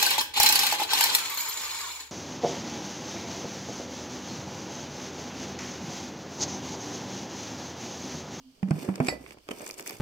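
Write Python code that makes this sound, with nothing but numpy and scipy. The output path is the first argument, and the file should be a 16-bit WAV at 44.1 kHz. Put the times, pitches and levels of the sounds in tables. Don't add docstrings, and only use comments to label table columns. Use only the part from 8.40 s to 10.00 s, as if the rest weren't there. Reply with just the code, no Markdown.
import sys
import numpy as np
from scipy import signal
from scipy.fft import rfft, irfft
from scipy.io import wavfile

SR = 44100
rng = np.random.default_rng(int(sys.argv[2]) if len(sys.argv) > 2 else 0)


def pcm_store(signal):
    levels = np.round(np.clip(np.atleast_2d(signal), -1, 1) * 32767)
    wavfile.write(sys.argv[1], SR, levels.astype(np.int16).T)


def level_to_linear(level):
    exponent = np.asarray(level, float) / 20
    return 10 ** exponent


N = 70560
CASE_UNTIL_S = 1


def rms_one(x):
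    return x / np.sqrt(np.mean(x ** 2) + 1e-20)


def in_time(rows):
    return np.interp(np.arange(N) / SR, *np.transpose(rows))


def colour(x, points, scale=1):
    size = 2 ** 17
    hz, db = np.transpose(points)
    bins_hz = np.arange(size // 2 + 1) * SR / size
    gain_db = scale * np.interp(np.log(bins_hz + 1), np.log(hz), db)
    cepstrum = irfft(gain_db * np.log(10) / 20)
    cepstrum[1:size // 2] *= 2
    cepstrum[size // 2 + 1:] = 0
    return irfft(rfft(x, size) * np.exp(rfft(cepstrum)))[..., :N]


def closed(points):
    (low, low_db), (high, high_db) = points[0], points[-1]
    return [(low / 2, low_db - 30), *points, (high * 1.4, high_db - 30)]


def drift(rate_hz):
    r = np.exp(-2 * np.pi * rate_hz / SR)
    wander = signal.lfilter([1], [1, -2 * r, r * r], rng.standard_normal(N + SR))
    return rms_one(wander[SR:])


def ring(clicks, hz, t60):
    r = level_to_linear(-60 / (max(t60, .005) * SR))
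    w = 2 * np.pi * hz / SR
    return signal.lfilter([0, np.sin(w)], [1, -2 * r * np.cos(w), r * r], clicks + 1e-18)


def grains(rate, spread_db, clump_db):
    sizes = level_to_linear(spread_db * np.minimum(rng.exponential(1, N), 4)) * rng.choice([-1, 1], N)
    happens = rng.random(N) < rate * level_to_linear(clump_db * drift(40)) / SR
    return rms_one(sizes * happens)


def tail(t60, length):
    h = rng.standard_normal(length) * level_to_linear(-60 * np.arange(length) / SR / t60)
    return h / np.sqrt(np.sum(h ** 2))


# frequency in Hz, level in dB per Hz.
HUSH_TONE = [(60, -1), (260, -15), (500, -12.5), (2400, -25.5), (3100, -12), (3750, -22), (4600, -13),
             (9000, -28.5)]


def hush():
    mid, side = colour(rng.standard_normal((2, N)), HUSH_TONE)
    gain = level_to_linear(-67) / np.std(mid)
    return gain * mid, gain * side


# frequency in Hz, level in dB.
HUM_MODES = [(252, -58.5), (263, -54.5)]


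def hum():
    end_s, fade_s, beat_peak_s = 0.137, 0.014, .076
    t = np.arange(N) / SR
    fade = 1 / (1 + np.exp(np.clip((t - end_s) / fade_s * 2, -50, 50)))
    return fade * sum(level_to_linear(db) * np.cos(2 * np.pi * hz * (t - beat_peak_s)) for hz, db in HUM_MODES)


# time in seconds, level in dB.
DRAG_LEVEL = [(0, -89.5), (.22, -62.5), (.32, -50), (.45, -42), (.57, -49), (.64, -40), (.76, -46.5),
              (.84, -55.5), (.92, -48.5), (1.0, -67.5), (1.07, -58.5), (1.13, -58), (1.21, -45),
              (1.36, -56.5), (1.4, -42.5), (1.45, -55), (1.52, -49), (1.6, -57)]
# frequency in Hz, level in dB per Hz.
DRAG_TONE = [(53, -39), (90, -7.5), (156, 0.5), (376, 1), (1370, -20.5), (1800, -16), (2340, -43),
             (3960, -120)]
# frequency in Hz, gain in dB.
FINGER_DRAG = [(100, -11), (250, -2.5), (600, 2)]


def drag():
    bumps = grains(500, 3.05, clump_db=4.5)
    rub = rms_one(colour(bumps, closed(DRAG_TONE)))
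    under_case = np.arange(N) < CASE_UNTIL_S * SR
    rub = np.where(under_case, rub, colour(rub, FINGER_DRAG))
    return level_to_linear(in_time(DRAG_LEVEL) - 1) * rub


# time in seconds, level in dB.
RUSTLE_LEVEL = [(0, -81), (.28, -69.5), (.41, -49), (.53, -59.5), (.6, -62), (.675, -44), (.78, -64.5),
                (.93, -57.5), (.96, -81), (1.07, -71), (1.17, -55.5), (1.3, -53.5), (1.36, -64.5),
                (1.39, -51.5), (1.44, -60.5), (1.48, -51.5), (1.54, -55.5), (1.6, -65.5)]
# frequency in Hz, level in dB per Hz.
FILM_TONE = [(530, -21.5), (900, -5.5), (1790, -19), (2220, -5.5), (3260, -13), (4010, -14), (4980, -9.5),
             (14500, -17.5), (16000, -29)]
# frequency in Hz, gain in dB.
HARD_DULLING = [(8500, -9), (12000, -20.5)]


def rustle():
    smooth_share = 0.46
    buckles = grains(1200, 3.5, clump_db=4.5)
    hiss = rng.standard_normal(N) * level_to_linear(2 * drift(90))
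    raw = np.sqrt(1 - smooth_share) * buckles + np.sqrt(smooth_share) * hiss
    film = rms_one(colour(raw, closed(FILM_TONE)))
    under_case = np.arange(N) < CASE_UNTIL_S * SR
    film = np.where(under_case, colour(film, HARD_DULLING, 0.25), film)
    return level_to_linear(in_time(RUSTLE_LEVEL) + 3) * film


# frequency in Hz, level in dB.
SHUDDER_TONE = [(120, -3), (330, -3.5), (800, -6), (2500, -24.5)]


def blows(rows):
    shudder_db, shudder_t60_s = 4, 0.063
    damping_db = 2.5
    panels, shudder = np.zeros(N + SR), np.zeros(N + SR)
    length = SR // 2
    for s, db, hz, t60 in rows:
        r = np.exp(-2 * np.pi * 3.8 * hz / SR)
        push = -signal.lfilter([(1 - r) ** 2], [1, -2 * r, r * r], np.eye(1, length)[0])
        i = int(s * SR)
        panels[i:i + length] += level_to_linear(db) * ring(push, hz, t60)
        deadness_db = -damping_db * np.log2(max(t60, .01) / 0.077)
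        shudder[i:i + length] += level_to_linear(db + shudder_db + deadness_db) * tail(shudder_t60_s, length)
    both = panels[:N] + level_to_linear(19.5) * colour(shudder[:N], closed(SHUDDER_TONE))
    return signal.sosfilt(signal.butter(2, 112.5, "high", fs=SR, output="sos"), both)


# start in seconds, level in dB, panel pitch in Hz, t60 in seconds.
THUMPS = [(.2285, -18, 190.7, 0.2), (.229, -34, 801, .04), (.3085, -29.5, 636, 0.024),
          (.2785, -32, 230, 0.037), (.2855, -29, 200, 0.27), (0.3079, -14, 152, 0.13),
          (0.31, -21.5, 202, 0.12), (.3085, -17, 300, 0.03), (.356, -27, 172, 0.098),
          (.425, -33, 283, 0.056), (.4873, -19, 193, 0.18), (.4875, -17.5, 285.4, .03),
          (.6012, -15, 150, 0.07), (.608, -26, 763, .03), (.447, -31, 523, 0.02), (.462, -35, 403, .04),
          (.5795, -31, 452, .025), (.541, -38, 780, 0.018), (0.6085, -18, 252, 0.11),
          (0.6014, -13, 413, 0.013), (.6014, -20.5, 618, 0.028), (.652, -27.5, 236, 0.058),
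          (.6838, -14, 420, 0.013), (.6865, -22, 630, 0.021), (.7245, -25, 526, 0.052),
          (.733, -29.5, 600, 0.029), (0.706, -35.5, 62, 0.65), (0.64, -43, 580, .015),
          (0.76, -46.5, 360, 0.028), (.807, -38.5, 267, 0.066), (0.84, -40.5, 377, 0.054),
          (0.97, -37, 374, 0.019)]


def thumps():
    return blows(THUMPS)


# frequency in Hz, level in dB per Hz.
DULL_TONE = [(900, -6.5), (1600, -10), (2350, -2.5), (3200, -12.5), (3800, -18)]


def burst_bodies():
    split_hz = 3820
    click = np.eye(1, 512)
    dull = colour(click, closed(DULL_TONE))[:, :512]
    bright = colour(click, closed(FILM_TONE))
    bright = colour(bright, [(split_hz * .85, -30), (split_hz * 1.1, 0)])[:, :512]
    return dull, bright


def burst(noise, db, brightness_db, dull, bright, length_s):
    t = np.arange(2048) / SR
    shape = np.minimum(t / .0007, 1) * np.exp(-(t / length_s) ** 2)
    share = np.clip(level_to_linear(2 * brightness_db), .003, .97)
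    out = np.zeros((2, 2048))
    parts = ((dull, np.sqrt(1 - share)), (bright, np.sqrt(share) * level_to_linear(2)))
    for raw, (body, gain) in zip(noise, parts):
        part = signal.fftconvolve(shape * raw, body, axes=1)[:, :2048]
        out += level_to_linear(db - 3.5) * gain * part / abs(part[0]).max()
    return out


# start in seconds, peak in dB, brightness in dB.
TICKS = [(0.229, -33.5, -12), (0.2846, -43.5, -8), (0.3075, -27.5, -5), (0.448, -38, -1), (0.487, -49, -17),
         (0.54, -39, -26), (0.556, -31, -2.5), (0.579, -42, -8), (0.609, -40, -18), (0.889, -43, -13),
         (0.6009, -33, -6), (0.6463, -32.5, -3.5), (0.6688, -26, -1.5), (0.685, -26, -18.5),
         (0.6849, -17, -40), (0.862, -38.5, -22), (0.9069, -38, -6), (0.9196, -41, -24), (0.984, -48, -5)]


def ticks(noises):
    out = np.zeros((2, N + 2048))
    dull, bright = burst_bodies()
    bright = colour(bright, HARD_DULLING)[:, :512]
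    for (s, db, brightness_db), noise in zip(TICKS, noises):
        i = int(s * SR)
        out[:, i:i + 2048] += burst(noise, db, brightness_db, dull, bright, length_s=.004)
    return out[:, :N]


CLINK_HZ = [1992, 2435, 3900, 4457, 4540, 5006, 5122, 7171, 7714, 7836, 10400, 12720, 5260]
# level in dB, t60 in seconds.
CLINK_RING = [(-7, 0.24), (13, 0.022), (5.5, 0.038), (-6.5, 0.13), (3, 0.12), (-2, 0.11), (2.5, 0.089),
              (-4.5, 0.16), (0, 0.09), (3.5, 0.093), (-18, 0.16), (-20.5, 0.28), (-8, 0.12)]


def clink():
    start_s, second_contact_s, freed_s = .6845, .004, .014
    out = np.zeros(N)
    for k, (hz, (db, t60)) in enumerate(zip(CLINK_HZ, CLINK_RING)):
        lowest = k == 0
        start = int(start_s * SR) + int(freed_s * SR) * lowest
        hits = np.zeros(N)
        hits[start] = 1
        hits[start + rng.integers(1, int(second_contact_s * SR))] = 0.2
        flutter_db = 3 * drift(35) if lowest else 0
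        out += level_to_linear(db + flutter_db) * ring(hits, hz, t60)
    return level_to_linear(-35) * out


# start in seconds, peak in dB, brightness in dB, crease pitch in Hz.
SNAPS = [(1.0805, -46, -15, 5000), (1.0878, -30.5, -5, 4970), (1.1, -45, -3, 7000),
         (1.1073, -34.5, -7, 7500), (1.1094, -28.5, -6.5, 9500), (1.1121, -29.5, -6, 5840),
         (1.1147, -28.5, -4, 8550), (1.1184, -38, -4, 7500), (1.185, -38.5, 3, 8300),
         (1.196, -39, -3, 6500), (1.208, -36, -15, 5000), (1.217, -37.5, 0, 8300), (1.232, -42, 2, 5000),
         (1.2635, -31, 0, 8200), (1.2668, -32, -8, 5000), (1.2745, -37, 2, 8000), (1.2775, -29, 0, 8000),
         (1.286, -47, 2, 7000), (1.291, -34, 1, 8300), (1.2996, -28.5, -17, 7000), (1.3091, -25.5, 7, 5100),
         (1.32, -39, 0, 7500), (1.331, -42, 1, 8500), (1.3404, -32, 2, 6950), (1.345, -40.5, 1, 8450),
         (1.379, -39, 0, 8000), (1.3822, -36, 1, 8200), (1.387, -34.5, 1, 7500), (1.3949, -30, -10, 7000),
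         (1.397, -32, 2, 13700), (1.4065, -37, 0, 8000), (1.409, -40, 0, 6000), (1.425, -39, 0, 7540),
         (1.4592, -32.5, 1, 14000), (1.4626, -29, -4.5, 8000), (1.468, -32.5, 1, 14500),
         (1.471, -33.5, -5, 5500), (1.474, -32, 5, 14500), (1.4754, -23, 5, 8100),
         (1.4833, -35.5, -2, 8200), (1.4932, -27, 0, 13000), (1.4951, -30, -1.5, 5000),
         (1.498, -30, -1.5, 5000), (1.5074, -26.5, -2, 14000), (1.521, -39, -16, 5000),
         (1.526, -40, 0, 8000), (1.5297, -39.5, 0, 5950), (1.539, -38, -6, 8500), (1.568, -38, 0, 7200),
         (1.585, -41, 1, 7000)]


def snaps(noises):
    out = np.zeros((2, N + 2048))
    dull, bright = burst_bodies()
    for (s, db, brightness_db, hz), noise in zip(SNAPS, noises):
        crease = bright + level_to_linear(10) * signal.lfilter(*signal.iirpeak(hz, 5.2, SR), bright)
        i = int(s * SR)
        out[:, i:i + 2048] += burst(noise, db, brightness_db, dull, crease, length_s=.002)
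    return out[:, :N]


# start in seconds, level in dB, pitch in Hz, t60 in seconds.
PATS = [(1.0888, -27.5, 396, 0.027), (1.1075, -32.5, 322, 0.09), (1.112, -25, 307, 0.031),
        (1.115, -29, 470, .03), (1.127, -44, 530, 0.035), (1.132, -38, 258, 0.033),
        (1.2064, -30.5, 530, 0.02), (1.397, -37.5, 380, 0.028), (1.507, -38.5, 780, 0.043),
        (1.0885, -33.5, 1140, 0.018), (1.0882, -35.5, 3200, 0.013), (1.1125, -34.5, 3050, 0.02),
        (1.535, -47.5, 110, 0.18), (1.519, -45.5, 410, 0.072)]


def pats():
    return blows(PATS)


def scattered(x):
    return np.array([x, signal.fftconvolve(x, tail(.0105, 1024))[:N]])


def room_around(box):
    echoes = [np.r_[np.zeros(300), tail(0.26, SR // 3)] for _ in range(2)]
    room = np.array([signal.fftconvolve(box, echo)[:N] for echo in echoes])
    return level_to_linear(-14) * colour(room, [(150, -3.5), (500, 6.0), (6000, 0), (14000, -51)])


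# frequency in Hz, gain in dB.
BOX_NOTCH = [(3700, 0), (4030, -6.5), (4350, 0), (11500, -1.5), (14800, 2)]
# frequency in Hz, gain in dB.
WIDTH = [(200, -22), (400, -10), (700, -1), (1200, 0)]


def scene():
    noises = rng.standard_normal((80, 2, 2, 2048))
    bursts = ticks(noises) + snaps(noises[len(TICKS):])
    sources = (thumps() + pats(), rustle(), drag(), hum())
    spread = sum(scattered(x) for x in sources)
    metal = scattered(clink()) * level_to_linear(np.array([[0], [-5]]))
    box, side = bursts + spread + metal
    box = colour(box, BOX_NOTCH)
    room = room_around(box)
    hush_mid, hush_side = hush()
    side = colour(side + hush_side, WIDTH)
    return box + hush_mid + side * np.array([[1], [-1]]) + room


def roll_off(x):
    return signal.sosfilt(signal.butter(12, 16630, fs=SR, output="sos"), x)


# frequency in Hz, gain in dB.
LEFT_OVER_RIGHT = [(60, -3.3), (250, -4.3), (600, -5), (1300, .5), (2400, -4.5), (4400, -3), (8100, 8),
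                   (14000, -3)]


def record(dry):
    left = colour(dry[0], LEFT_OVER_RIGHT, 0.5)
    right = colour(dry[1], LEFT_OVER_RIGHT, -0.77)
    top_cut = signal.cheby2(12, 60, 16700, fs=SR, output="sos")
    mix = signal.sosfilt(top_cut, np.array([left, right]))
    return roll_off(mix)


dry = scene()
out = record(dry)
pcm_store(out)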